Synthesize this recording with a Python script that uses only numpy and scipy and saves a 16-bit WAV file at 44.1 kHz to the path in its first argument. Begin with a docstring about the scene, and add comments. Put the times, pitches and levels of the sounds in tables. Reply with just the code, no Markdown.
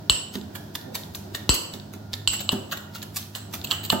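"""Pestle pounding in a kitchen

A steel pestle pounds something moist and crisp in a small hand-held vessel, about five strokes a second.
Most strokes land in the food with a short crunch of tiny fractures; some catch the wall and clink,
and a few knock the vessel on the table. The hard-walled kitchen rings after each blow, over a fan's hum."""
import sys
import numpy as np
from scipy import signal
from scipy.fft import rfft, irfft, next_fast_len
from scipy.io import wavfile
from scipy.ndimage import map_coordinates

SR = 44100
rng = np.random.default_rng(int(sys.argv[2]) if len(sys.argv) > 2 else 0)


def store_pcm(level_fs):
    """Save levels as 16-bit WAV."""
    pcm = np.round(np.clip(level_fs, -1, 1) * 32767).astype(np.int16)
    wavfile.write(sys.argv[1], SR, np.atleast_2d(pcm).T)


N = 176400
EVENT_SAMPLES = 32768
T = np.arange(EVENT_SAMPLES) / SR


def amp(db):
    """Decibels to gain."""
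    return 10 ** (np.asarray(db) / 20)


def unit_rms(x):
    """Scale to rms 1."""
    return x / np.sqrt(np.mean(x ** 2) + 1e-20)


def decay(t, t60):
    """Exponential decay, 60 dB down at t60."""
    return amp(-60 * t / t60)


def rise(tau_s):
    """Exponential attack."""
    return 1 - np.exp(-T / tau_s)


def swell(length_s):
    """Half-sine envelope."""
    return np.sin(np.pi * np.minimum(T / length_s, 1))


def log_interp(points, hz):
    """Interpolate (frequency, value) points on a log frequency axis."""
    freqs, values = np.transpose(points)
    return np.interp(np.log(hz + 1), np.log(freqs + 1), values)


def wobble(knots_per_s):
    """Smooth random curve."""
    return map_coordinates(rng.standard_normal(400), [np.arange(N) * knots_per_s / SR], mode='mirror')


def add(out, time_s, x):
    """Mix x in at time_s."""
    start = max(0, round(time_s * SR))
    out[:, start:start + x.shape[-1]] += x[..., :N - start]


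def click(spectrum):
    """Minimum-phase pulse with this spectrum, peak 1."""
    hz = np.fft.rfftfreq(EVENT_SAMPLES, 1 / SR)
    cepstrum = irfft(np.log(amp(log_interp(spectrum, hz))))
    cepstrum[1:EVENT_SAMPLES // 2] *= 2
    cepstrum[EVENT_SAMPLES // 2 + 1:] = 0
    pulse = irfft(np.exp(rfft(cepstrum)))
    return pulse / np.abs(pulse).max()


def colour(x, spectrum):
    """Filter x through a unit-energy pulse with this spectrum."""
    pulse = click(spectrum)
    return signal.fftconvolve(x, pulse / np.linalg.norm(pulse))[:EVENT_SAMPLES]


def grains(spectrum, envelope, per_s=2500, spread_db=5):
    """Many tiny fractures or slips of uneven size under an envelope."""
    sizes = amp(spread_db * np.minimum(rng.exponential(size=EVENT_SAMPLES), np.pi))
    signs = rng.choice([-1, 1], EVENT_SAMPLES)
    fires = rng.random(EVENT_SAMPLES) < per_s / SR
    return colour(unit_rms(sizes * signs * fires) * envelope, spectrum)


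def ring(modes, scatter_db, rattle_hz=0, rattles_per_s=350):
    """Damped modes, struck a little differently each time; a rattling contact wavers their pitch."""
    out = np.zeros(EVENT_SAMPLES)
    for hz, db, t60 in modes:
        waver = np.interp(T * rattles_per_s, np.arange(rattles_per_s), rng.standard_normal(rattles_per_s))
        cycles = hz * T + rattle_hz * np.cumsum(waver) / SR
        gain = amp(db + scatter_db * rng.standard_normal())
        out += gain * decay(T, t60) * np.cos(2 * np.pi * cycles)
    return out


# room decay: (frequency [Hz], t60 [s])
ROOM_T60 = [(100, 0.069), (500, 1), (1500, 0.61), (3000, 0.53), (8000, 0.49), (15000, 0.43)]
def kitchen(x, near_db, wet_db, near_t60_s=0.017):
    """Direct sound, quick scatter from hand, table and dishes, then the room's tail."""
    hz, t, bands = signal.stft(rng.standard_normal((2, EVENT_SAMPLES)), SR, nperseg=256)
    bands = bands * decay(t, log_interp(ROOM_T60, hz)[:, None])
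    tail = signal.istft(bands, SR)[1][:, :EVENT_SAMPLES] * rise(0.004)
    near = rng.standard_normal((2, EVENT_SAMPLES)) * decay(T, near_t60_s)
    response = (amp(near_db) * unit_rms(near) + amp(wet_db) * unit_rms(tail)) / np.sqrt(EVENT_SAMPLES)
    response[:, 0] += 1  # direct path
    return signal.fftconvolve(x[None], response, axes=1)[:, :EVENT_SAMPLES]


# air noise: (frequency [Hz], level [dB])
AIR_SPECTRUM = [(25, -29), (50, -25.5), (78, -1), (193, -3), (399, -7.5), (482, -19.5), (631, -10),
                (970, -18.5), (1140, -27), (1490, -20.5), (2120, -33), (3000, -30.5), (3930, -28.5),
                (5010, -28.5), (9300, -41.5), (15500, -34.5)]
# left-right likeness of the air: (frequency [Hz], correlation [ratio])
AIR_CORRELATION = [(60, 0.99), (250, 0.92), (600, 0.18), (1500, 0.027), (8000, 0.019)]
# motor tones: (frequency [Hz], level [dB])
MOTOR_TONES = [(100.5, -47), (155, -55), (206, -51), (721, -73), (943, -68.5), (1419, -68)]
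def fan(air_db=-42.5, swell_db=1.3, waver_db=3.5):
    """Low rushing air with wavering motor tones."""
    hz = np.fft.rfftfreq(N, 1 / SR)
    width_rad = np.arccos(np.clip(log_interp(AIR_CORRELATION, hz), -1, 1)) / 2
    spectra = rfft(rng.standard_normal((2, N))) * amp(log_interp(AIR_SPECTRUM, hz))
    mid, side = irfft(spectra * [np.cos(width_rad), np.sin(width_rad)], N)
    air = amp(air_db + swell_db * wobble(5)) * unit_rms(np.array([mid + side, mid - side]))
    t = np.arange(N) / SR
    hum = np.zeros(N)
    for tone_hz, db in MOTOR_TONES:
        rms = amp(db + waver_db * wobble(7.07))
        hum += np.sqrt(2) * rms * np.sin(2 * np.pi * tone_hz * t + wobble(13))
    return air + hum


# vessel rubbing the table: (frequency [Hz], level [dB])
RUB_SPECTRUM = [(100, -14), (350, 2.5), (620, 3), (1000, -9), (2500, -46)]
def slide(time_s=0.8, length_s=0.15, db=-47.5):
    """The vessel shifts on the table with a soft rub."""
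    out = np.zeros((2, N))
    rub = amp(db) * grains(RUB_SPECTRUM, swell(length_s))
    add(out, time_s, kitchen(rub, near_db=0, wet_db=-1))
    return out


# pestle slides along the wall: (time [s], level [dB], length [s])
WALL_SCRAPES = [(2.4, -35.5, 0.021), (2.768, -40, 0.013), (3.639, -32.5, 0.015), (3.829, -37.5, 0.042),
                (3.895, -31, 0.022)]
# steel friction: (frequency [Hz], level [dB])
SCRAPE_SPECTRUM = [(300, -5.5), (2300, -10), (3000, 1), (4200, 0), (5800, -15), (7000, -3.5), (7700, 0),
                   (9500, -27), (12500, -8), (13900, -1), (16000, -12)]
def scrapes():
    """Steel rubs on the wall: a short swell of tiny slips."""
    out = np.zeros((2, N))
    for time_s, db, length_s in WALL_SCRAPES:
        slips = amp(db) * grains(SCRAPE_SPECTRUM, swell(length_s))
        add(out, time_s, kitchen(slips, near_db=4.5, wet_db=-1.5))
    return out


# cavity resonances: (time [s], pitch [Hz], level [dB])
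CAVITY_POPS = [(0.554, 1673, -36), (0.753, 1783, -32.5), (0.95, 1863, -36), (1.349, 1843, -32),
               (2.136, 1805, -37), (2.724, 1870, -33.5), (2.727, 1458, -28.5), (2.956, 1394, -36)]
def pops(octave_db=-1, t60_s=0.04):
    """The vessel's hollow rings as the pestle plunges in; the covering hand sets the pitch."""
    out = np.zeros((2, N))
    for time_s, hz, db in CAVITY_POPS:
        phase = 2 * np.pi * hz * T
        tones = np.sin(phase) + amp(octave_db) * np.sin(2 * phase)
        add(out, time_s, kitchen(amp(db) * tones * decay(T, t60_s), near_db=-3.5, wet_db=-1))
    return out


# deep thumps: (time [s], level [dB])
DEEP_THUMPS = [(0.1018, -21), (1.494, -12.5), (2.28, -29)]
def thumps(end_hz=46, sag_hz=138, sag_s=0.005, t60_s=0.115):
    """A few deep cycles sink in pitch under some hard clinks, left of centre."""
    out = np.zeros((2, N))
    cycles = np.cumsum(end_hz + sag_hz * np.exp(-T / sag_s)) / SR
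    thump = -np.cos(2 * np.pi * cycles) * decay(T, t60_s) * rise(0.00051)
    for time_s, db in DEEP_THUMPS:
        add(out, time_s, amp(db) * thump)
    return out * amp([[2.5], [-2.5]])


# vessel hits the table: (time [s], boom [dB], clack [dB])
TABLE_KNOCKS = [(.355, -28.5, -53), (.413, -37, -74), (1.742, -35, -51), (1.939, -40, -64),
                (2.140, -40, -60), (2.4912, -56, -44.5), (2.528, -22, -34), (3.902, -50, -38),
                (3.927, -20.5, -25)]
# table top: (frequency [Hz], level [dB], t60 [s])
TABLE_MODES = [(89, -44, 0.26), (202.8, 1, 0.21), (242.5, 2.5, 0.14), (326.6, -7.5, 0.19),
               (354, -6.5, 0.19), (386.3, -7, 0.23)]
# vessel's foot: (frequency [Hz], level [dB], t60 [s])
FOOT_MODES = [(558, -7, 0.14), (607, -2.5, 0.074), (733, 4, 0.033), (890, -4, 0.071), (948, -4.5, 0.035),
              (1190, -1.5, .04), (1556, -11, 0.084)]
# foot chatter: (frequency [Hz], level [dB])
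CHATTER_SPECTRUM = [(30, -50), (150, -18), (400, -7), (580, 0), (950, 1), (1300, -7), (1800, -19),
                    (3000, -26), (9000, -55)]
def knocks(clunk_db=2.5, chatter_t60_s=0.046):
    """The vessel's foot lands with a clunk and chatters down; the table top booms."""
    out = np.zeros((2, N))
    for time_s, boom_db, clack_db in TABLE_KNOCKS:
        boom = ring(TABLE_MODES, scatter_db=0.5) * rise(0.0024)
        clunk = amp(clunk_db) * ring(FOOT_MODES, scatter_db=1.2) * rise(0.00075)
        chatter = grains(CHATTER_SPECTRUM, decay(T, chatter_t60_s))
        add(out, time_s, kitchen(amp(boom_db) * boom, near_db=-11, wet_db=-12))
        add(out, time_s, kitchen(amp(clack_db) * (clunk + chatter), near_db=0, wet_db=0))
    return out


# pestle reaches the bottom: (time [s], level [dB])
BOTTOM_TAPS = [(.3552, -24.5), (0.4134, -33), (0.7522, -19), (0.8135, -36), (0.948, -34), (1.035, -31.5),
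               (1.1484, -24), (1.3479, -17.5), (1.7382, -24), (1.7986, -31), (2.1326, -21), (2.1387, -16),
               (2.395, -24), (3.019, -27.5), (3.228, -34), (3.537, -26), (3.615, -30)]
# damped contact: (frequency [Hz], level [dB])
TAP_SPECTRUM = [(150, 5), (1200, -40), (1850, -5), (2350, -5), (3000, -0.5), (3600, 10), (4700, 5),
                (6200, -8), (7500, -5.5), (10000, -40), (16000, -40)]
def taps():
    """Contacts with the vessel's bottom, damped by the food."""
    out, pulse = np.zeros((2, N)), click(TAP_SPECTRUM)
    for time_s, db in BOTTOM_TAPS:
        add(out, time_s, kitchen(amp(db) * pulse, near_db=3, wet_db=-5))
    return out


# strokes into the food: (time [s], pulp [dB], fizz [dB], nominal length [s])
FOOD_STROKES = [(0.344, -44, -45, 0.12), (0.355, -34.5, -47, 0.015), (0.555, -36, -37.5, 0.04),
                (0.755, -34.5, -30, 0.018), (0.952, -30.5, -30, 0.039), (1.152, -48.5, -34, 0.041),
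                (1.3502, -35, -38, 0.064), (1.544, -52, -25, 0.038), (1.738, -44, -47.5, 0.1),
                (1.938, -45.5, -49.5, 0.07), (2.135, -38.5, -40.5, 0.059), (2.333, -34, -36, 0.077),
                (2.52, -36, -38.5, 0.073), (2.722, -31, -38, 0.073), (2.953, -42, -44.5, 0.13),
                (3.028, -38, -39.5, 0.029), (3.166, -36.5, -26.5, 0.056), (3.358, -38, -41, 0.079),
                (3.54, -37.5, -33.5, 0.07), (3.715, -29, -43, 0.12), (3.922, -34, -35.5, 0.068)]
# moist pulp: (frequency [Hz], level [dB])
PULP_SPECTRUM = [(30, -15), (200, -9), (1100, 1.5), (1780, 2.5), (2400, -9), (2900, -0.5), (3600, 1),
                 (5200, -12), (7400, -5.5), (9000, -30), (16000, -3)]
# crisp fizz: (frequency [Hz], level [dB])
FIZZ_SPECTRUM = [(500, -18.5), (4000, 0.5), (7000, -2), (9500, -8), (11700, 2), (13700, -2), (16000, -6)]
def crushes(lead_s=0.06, squeeze_db=-12, squeeze_extra_s=0.028):
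    """The food is squeezed with a rising rustle, then gives way in a crunch."""
    out = np.zeros((2, N))
    from_peak_s = np.abs(T - lead_s)
    for time_s, pulp_db, fizz_db, length_s in FOOD_STROKES:
        squeeze = amp(squeeze_db) * decay(from_peak_s, length_s + squeeze_extra_s)
        collapse = decay(from_peak_s, length_s * np.where(T < lead_s, 0.36, 1.19))  # fast up, slow down
        pulp = amp(pulp_db) * grains(PULP_SPECTRUM, squeeze + collapse)
        fizz = amp(fizz_db) * grains(FIZZ_SPECTRUM, squeeze + collapse)
        add(out, time_s - lead_s, kitchen(pulp + fizz, near_db=3, wet_db=-2))
    return out


# steel hits the wall: (time [s], contact [dB], ring [dB], crack [dB], ring tilt [dB/octave])
WALL_CLINKS = [(0.0974, 0.5, -33, -14.5, -2), (0.1019, -38, -18.5, -22.5, 1), (1.4923, -7, -27.5, -9.5, 2),
               (1.4990, -40, -19.5, -27.5, 2), (2.2753, -2.5, -34, -20.5, -9), (2.2771, -38, -21, -47, 3.5),
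               (2.4913, -3, -26.5, -33, -3.5), (2.7137, -23.5, -56, -59, -4), (3.351, -21, -41.5, -29, 4),
               (3.6724, -29, -45, -60, 3), (3.7112, -7.5, -25.5, -48, -2), (3.7174, -10, -32, -33, -11),
               (3.9017, -2, -24, -35, -2)]
# hard contact: (frequency [Hz], level [dB])
CONTACT_SPECTRUM = [(100, -53), (500, -45), (1100, -5), (2000, -34), (2450, -16), (2950, 8), (3550, -2),
                    (4300, 3), (4900, -8), (6000, -32), (7700, -6.5), (9500, -39), (14000, -34),
                    (16000, -50)]
# crack burst: (frequency [Hz], level [dB])
CRACK_SPECTRUM = [(30, -33), (250, 3.5), (800, -5.5), (1450, 0.5), (2300, -16.5), (4300, 7.5), (6200, -3),
                  (8000, -6.5), (10500, -14), (13700, -6), (16000, -17)]
# hand-damped pestle: (frequency [Hz], level [dB], t60 [s])
PESTLE_MODES = [(2630, -21, 0.079), (2777, -9, 0.11), (2962, 1, 0.054), (3230, -12, 0.032),
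                (4153, -7, 0.034), (4590, -11, 0.032), (7140, -13.5, 0.036), (7705, 4.5, 0.028),
                (7887, 0, 0.026), (12200, -32, 0.025), (13800, -17, 0.026)]
def clinks(crack_t60_s=0.0095):
    """A hard contact, a brief crack and the pestle's ring; the spot struck sets the ring's brightness."""
    out, contact = np.zeros((2, N)), click(CONTACT_SPECTRUM)
    lowest_hz = PESTLE_MODES[0][0]
    for time_s, contact_db, ring_db, crack_db, tilt in WALL_CLINKS:
        burst = rng.standard_normal(EVENT_SAMPLES) * decay(T, crack_t60_s)
        crack = amp(crack_db) * colour(burst, CRACK_SPECTRUM)
        modes = [(hz, db + tilt * np.log2(hz / lowest_hz), t60) for hz, db, t60 in PESTLE_MODES]
        steel = amp(ring_db) * ring(modes, scatter_db=0.5, rattle_hz=55) * rise(0.00061)
        add(out, time_s, kitchen(amp(contact_db) * contact, near_db=-0.5, wet_db=-12, near_t60_s=0.011))
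        add(out, time_s, kitchen(steel + crack, near_db=1, wet_db=3.5))
    return out


def scene():
    """Pounding and fan slightly to the right, thumps to the left."""
    pounding = clinks() + scrapes() + slide() + crushes() + pops() + taps() + knocks()
    return (pounding + fan()) * amp([[-0.85], [0.85]]) + thumps()


def record(dry, cutoff_hz=15900):
    """Clip at full scale, then brick-wall low-pass."""
    size = next_fast_len(N + EVENT_SAMPLES)
    passband = np.fft.rfftfreq(size, 1 / SR) < cutoff_hz
    return irfft(rfft(np.clip(dry, -1, 1), size) * passband, size)[:, :N]


dry = scene()
out = record(dry)
store_pcm(out)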